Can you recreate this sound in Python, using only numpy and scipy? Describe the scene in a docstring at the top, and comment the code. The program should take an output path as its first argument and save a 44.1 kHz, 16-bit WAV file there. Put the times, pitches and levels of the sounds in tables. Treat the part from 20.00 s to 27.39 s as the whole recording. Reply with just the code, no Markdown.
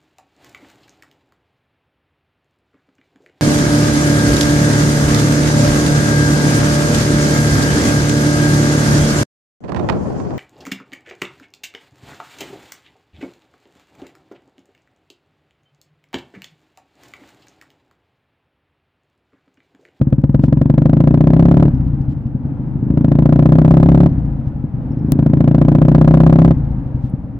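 """A motorcycle pulls away

A twin-cylinder motorcycle goes through three gears, heard from the rider's seat. Each firing rings
the short muffler; under throttle the blasts overload the microphone and bark. Between pulls the
engine burbles and pops over its own rumble and the rush of the road."""
import sys
import numpy as np
from scipy import signal
from scipy.fft import rfft, irfft
from scipy.io import wavfile

SR = 44100
rng = np.random.default_rng(int(sys.argv[2]) if len(sys.argv) > 2 else 0)


def waveform_to_disk(signal):
    """Save audio, clipped to [-1, 1], as 16-bit WAV at the path in sys.argv[1]."""
    frames = np.transpose(np.atleast_2d(signal))
    scaled = np.clip(frames, -1, 1) * 32767
    samples = np.round(scaled).astype(np.int16)
    wavfile.write(sys.argv[1], SR, samples)


N = 325899
TIME = np.arange(N) / SR

# One row per gear: clutch bites t/s, throttle opens t/s, throttle shuts t/s, starting revs/(firings/s),
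# revs gained/(firings/s^2), throttle held before the pull (0-1), held level/dB, full-load level/dB,
# swell time/s, level just after shutting/dB
GEARS = [(.262, .35, 1.654, 19.79, 12.827, 1, 2.6, 7.4, .5, 2.7),
         (2.3977, 2.86, 4.0524, 26.02, 7.942, .25, -9, 8.5, .235, 1),
         (4.7345, 5.06, 6.498, 26.494, 4.863, .25, -6, 9.6, .34, .5)]
# The throttle eases open just ahead of the pull; the last blasts trail its shutting.
OPEN_LEAD_S, OPEN_S, SHUT_LAG_S, SHUT_S = .14, .2, .004, .046


def exhaust(strokes, lag_ms, blast_db=2.43, puff_db=4.0):
    """Sharp blasts under throttle, broad puffs when coasting; hot gas rings higher."""
    ms = np.arange(-8, 90, 1000 / SR)
    blast = amp(blast_db) * muffler(ms, width_ms=.69, dip=.61, lead_ms=1.57, direct=-.089, column=2)
    puff = amp(puff_db) * muffler(ms, width_ms=1.363, dip=.86, lead_ms=1.8, direct=.35, column=3)
    out = np.zeros(N)
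    for s, db, sharp in strokes:
        blend = sharp * blast + (1 - sharp) * puff
        ring = np.interp((ms - sharp * lag_ms) * gas_heat(s), ms, blend)
        add(out, s + ms[0] / 1000, amp(db) * ring)
    return out


def muffler(ms, width_ms, dip, lead_ms, direct, column):
    """A pressure pulse, led by a dip of suction, leaves the pipe and sets it ringing."""
    # The muffler's tones before heat shifts them: f/Hz, width/Hz, signed gain for a blast, for a puff
    tones = [(65, 12.4, -0.091, 0.019), (140, 23.7, 0.23, .14), (155.53, 17.3, 0.203, -0.064),
             (215.4, 43.2, 0.25, -0.14), (256.4, 50.6, .21, .234), (319.2, 31.8, -0.155, 0.000095),
             (345.8, 68, 0.19, -0.018), (594, 18, 0.096, -.018), (600, 35, 0.12, .01),
             (1020, 60, -0.23, .01)]
    suction = dip * np.exp(-.5 * ((ms + lead_ms) / width_ms) ** 2)
    pulse = np.exp(-.5 * (ms / width_ms) ** 2) - suction
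    t = np.arange(len(ms)) / SR
    ring = sum(tone[column] * np.exp(-np.pi * tone[1] * t) * np.cos(2 * np.pi * tone[0] * t)
               for tone in tones)
    return direct * pulse + signal.fftconvolve(pulse, ring)[:len(ms)] * (ms[1] - ms[0])


def gas_heat(s, normal_per_s=28, power=.22, cooling=.025):
    """Faster, harder running heats the gas: the muffler's pitch is multiplied by this."""
    return (engine_speed(s) / normal_per_s) ** power * (1 - cooling * (1 - throttle(s)))


def firings(scatter_db=.35):
    """Two cylinders take turns, the second weaker and a bit late. Gives t/s, level/dB, sharpness."""
    # The second cylinder against the first: throttle (0-1), level/dB
    second_cylinder = [(0, -5.5), (.25, -2.5), (1, -4)]
    # Stray fuel catches while coasting: t/s, level/dB, sharpness (0 puff - 1 blast)
    pops = [(2.009, .5, 0.0), (2.086, 0, 0.0), (2.26, -2.2, 0.0), (2.352, -3, .6), (2.454, -2, 0.3),
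            (2.758, -3.5, 0.4), (4.474, -1.7, 0.0), (4.642, -2.5, .6), (4.743, -4.5, 0.3), (4.909, -2, 0.3),
            (6.95, -1.5, 0.0), (7.043, -1.5, 0.0), (7.139, -3.5, .6)]
    turns = crank()
    count = np.arange(int(turns[-1]) + 1)
    second = count % 2
    s = np.interp(count + .017 * second, turns, TIME)
    db = effort(s) + second * follow(second_cylinder, throttle(s))
    db += scatter_db * rng.standard_normal(len(s))
    strokes = np.c_[s, db, throttle(s)]
    for pop in pops:
        strokes[np.argmin(abs(s - pop[0]))] = pop  # replaces the nearest stroke
    return strokes


def crank():
    """Counts firings as the engine turns; one is due at each whole number."""
    return np.cumsum(engine_speed(TIME)) / SR - .2626


def engine_speed(s, idle=17.792, bite_s=.06, flare_per_s=2.037, flare_s=.1689, spin_down_s=1.2922):
    """Firings per second: the clutch ties the revs to the road; they climb in each pull, then sink."""
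    speed = idle
    for clutch, opens, shuts, start, gain, *_ in GEARS:
        climb = start + gain * (np.clip(s, opens, shuts) - opens)
        flare = flare_per_s * np.sin(np.pi * ramp(s, opens, flare_s))  # the drive takes up its slack
        quick_drop = 1 - .035 * ramp(s, shuts, length_s=.05)
        spin_down = quick_drop * np.exp(-np.maximum(s - shuts, 0) / spin_down_s)
        in_gear = np.maximum((climb + flare) * spin_down, idle)
        speed = speed + ramp(s, clutch, bite_s) * (in_gear - speed)
    return speed


def throttle(s):
    """0 shut - 1 open: held as the clutch bites, opened for the pull, snapped shut to change gear."""
    opening = GEARS[0][5]
    for clutch, opens, shuts, _, _, held, *_ in GEARS:
        pull = held + (1 - held) * ramp(s, opens - OPEN_LEAD_S, OPEN_S)
        opening = np.where(s < clutch, opening, pull * (1 - ramp(s, shuts + SHUT_LAG_S, SHUT_S)))
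    return np.clip(opening, 0, 1)


def effort(s, fade_db_per_s=15, idle_db=-9.5):
    """Strength of a firing in dB: swells in each pull, then drops and fades when coasting."""
    db = GEARS[0][6]
    for clutch, opens, shuts, _, _, _, held_db, full_db, swell_s, coast_db in GEARS:
        open_for = np.maximum(s - opens + OPEN_LEAD_S, 0)
        pull = full_db + (held_db - full_db) * np.exp(-open_for / swell_s)
        coast = np.maximum(coast_db - fade_db_per_s * (s - shuts), idle_db)
        db = np.where(s < clutch, db, pull + (coast - pull) * ramp(s, shuts + SHUT_LAG_S, SHUT_S))
    return db


def gas_rush(strokes, level_db=-37.3, rise_s=.00036, decay_s=.0069, soften_db=-10, growth=1.92):
    """Swirling gas rushes out behind each pulse, far more behind a strong blast."""
    # Tone of the rushing gas: f/Hz, level/dB
    colour = [(150, -28), (450, -12.5), (750, -8.5), (1200, -6.5), (2000, -11.5), (3000, -22), (3800, -18),
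              (5000, -27), (7500, -30), (16000, -51.5)]
    t, loudness = np.arange(SR // 10) / SR, np.zeros(N)
    burst = np.exp(-t / decay_s) - np.exp(-t / rise_s)
    for s, db, sharp in strokes:
        add(loudness, s, amp(growth * db + (2 - sharp) * soften_db) * burst)
    return amp(level_db) * loudness * noise(colour)


def pipe_ring(strokes, rise_s=.001):
    """Each blast knocks the steel pipe, which rings a little differently every time."""
    # Tones of the pipe wall: f/Hz, level against the blast/dB, decay/s
    tones = [(553.4, -32, 0.014), (992, -43.5, 0.014), (1620, -47.5, 0.0086)]
    t, out = np.arange(SR // 12) / SR, np.zeros(N)
    for s, db, sharp in strokes:
        sizes = rng.uniform(.7, 1.3, len(tones))
        ring = sum(size * amp(level) * np.exp(-t / decay) * np.sin(2 * np.pi * hz * t)
                   for size, (hz, level, decay) in zip(sizes, tones))
        add(out, s, amp(db) * sharp * ring * (1 - np.exp(-t / rise_s)))
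    return out


def frame_boom(level_db=-20.5, length_s=.41):
    """As the throttle snaps shut, the frame shakes at twice the falling firing rate."""
    loudness = np.zeros(N)
    for _, _, shuts, *_ in GEARS:
        add(loudness, shuts, np.hanning(int(length_s * SR)))
    return amp(level_db) * loudness * np.cos(4 * np.pi * crank())


def rumble(level_db=-23, speed_power=1.5, throttle_db=2.5):
    """The engine and frame drone louder as the revs rise."""
    # Tone of the drone: f/Hz, level/dB
    colour = [(20, -28.5), (40, -5), (62, -1.5), (95, -6), (135, -1), (180, -3), (230, -7), (285, -3.5),
              (330, -13.5), (450, -34), (900, -78.5)]
    speed = engine_speed(TIME)
    swell = (speed / speed.mean()) ** speed_power
    return amp(level_db + throttle_db * throttle(TIME)) * swell * noise(colour)


def road(level_db=-43.3, speed_power=1.4, gain_db_per_s=.5262):
    """Tyres, wind and moving parts follow the revs and grow as the bike gathers pace."""
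    # Tone of the road's rush: f/Hz, level/dB
    colour = [(100, -25), (330, -8.5), (520, 5), (640, -1.5), (820, 0.5), (1100, -9), (1450, -12.5),
              (2600, -25.5), (3500, -32.5), (6500, -46.5), (10000, -50), (16000, -62.5)]
    speed = engine_speed(TIME)
    swell = (speed / speed.mean()) ** speed_power
    return amp(level_db + gain_db_per_s * TIME) * swell * noise(colour)


def clatter(strokes, level_db=-48.8, growth=1.2, swell_s=.0058):
    """With the throttle shut, the slack drive chatters after each stroke."""
    # Tone of the chain and valves: f/Hz, level/dB
    colour = [(900, -11), (1400, -8), (1700, 1.5), (2200, -9.5), (2800, -2.5), (3400, -11), (4400, -9.5),
              (7000, -16.5), (15000, -31.5)]
    t, loudness = np.arange(SR // 10) / SR, np.zeros(N)
    burst = t / swell_s * np.exp(-t / swell_s)
    for s, db, sharp in strokes:
        add(loudness, s, (1 - sharp) * amp(growth * db) * burst)
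    return amp(level_db) * loudness * noise(colour)


def hisses():
    """Faint, bright hisses come and go."""
    # Brief hisses and rattles: t/s, length/s, level/dB
    bursts = [(0.402, .09, -51.5), (2.09, .06, -59.5), (4.447, 0.056, -64), (6.982, 0.14, -61)]
    loudness = np.zeros(N)
    for s, length, db in bursts:
        add(loudness, s, amp(db) * np.hanning(int(length * SR)))
    return loudness * noise(colour=[(1000, -6), (3000, 5.5), (7000, -5.5), (14000, -20.5)])


def ticks():
    """Small metal parts ring briefly."""
    # Light metal ticks: t/s, f/Hz, level/dB, decay/s
    taps = [(4.92, 5400, -55, 0.0041), (4.99, 5400, -58.5, 0.0056), (5.032, 5400, -65, .005),
            (5.067, 5400, -62, .005), (7.099, 9700, -48, 0.0011)]
    t, out = np.arange(SR // 20) / SR, np.zeros(N)
    for s, hz, db, decay in taps:
        add(out, s, amp(db) * np.exp(-t / decay) * np.sin(2 * np.pi * hz * t))
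    return out


def noise(colour):
    """Stereo noise of strength 1, shaped by rows of f/Hz, level/dB."""
    # How alike the two sides sound: f/Hz, likeness (0-1)
    likeness = [(30, 0.56), (250, 0.95), (500, 0.95), (1000, 0.51), (2000, 0.29), (16000, 0.11)]
    left, other = rfft(rng.standard_normal((2, N)))
    same = spectrum(likeness)
    right = same * left + np.sqrt(1 - same ** 2) * other
    pair = irfft(np.array([left, right]) * amp(spectrum(colour)), N)
    return pair / pair[0].std()


def spectrum(points):
    """Fills in every frequency between a few points, on a log scale."""
    hz, value = np.transpose(points)
    return np.interp(np.log(np.fft.rfftfreq(N, 1 / SR) + 1), np.log(hz), value)


def amp(db):
    """Turns decibels into a gain."""
    return 10 ** (np.asarray(db) / 20)


def follow(rows, at):
    """Reads a short curve between its points."""
    return np.interp(at, *np.transpose(rows))


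def ramp(s, start, length_s):
    """Rises from 0 to 1, beginning at start."""
    return np.clip((s - start) / length_s, 0, 1)


def add(mix, s, sound):
    """Mixes a sound in at time s."""
    part = mix[max(round(s * SR), 0):][:len(sound)]
    part += sound[:len(part)]


def scene(lag_ms=.14):
    """The whole bike; the blasts reach the left microphone first and a little louder."""
    # The right microphone against the left: f/Hz, level/dB
    right_side = [(30, -2), (70, -2.1), (150, -2.5), (260, -.4), (550, -1.1), (2000, -2), (16000, -2.5)]
    strokes = firings()
    pair = np.array([exhaust(strokes, 0), exhaust(strokes, lag_ms)])
    pair += gas_rush(strokes) + pipe_ring(strokes) + clatter(strokes) + frame_boom()
    left, right = pair + rumble() + road() + hisses() + ticks()
    return np.array([left, irfft(rfft(right) * amp(spectrum(right_side)), N)])


def record(dry, overload=.78, click_s=5.1211, click_db=3.0, top_hz=16300):
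    """The blasts overload the microphone; one click snaps on the left; the highest treble is cut."""
    out = np.clip(dry, -overload, overload)
    add(out[0], click_s, -amp(click_db) * np.ones(1))
    low_pass = signal.firwin(255, top_hz, window=("kaiser", 9), fs=SR)
    return signal.oaconvolve(out, low_pass[None], "same")


dry = scene()
out = record(dry)
waveform_to_disk(out)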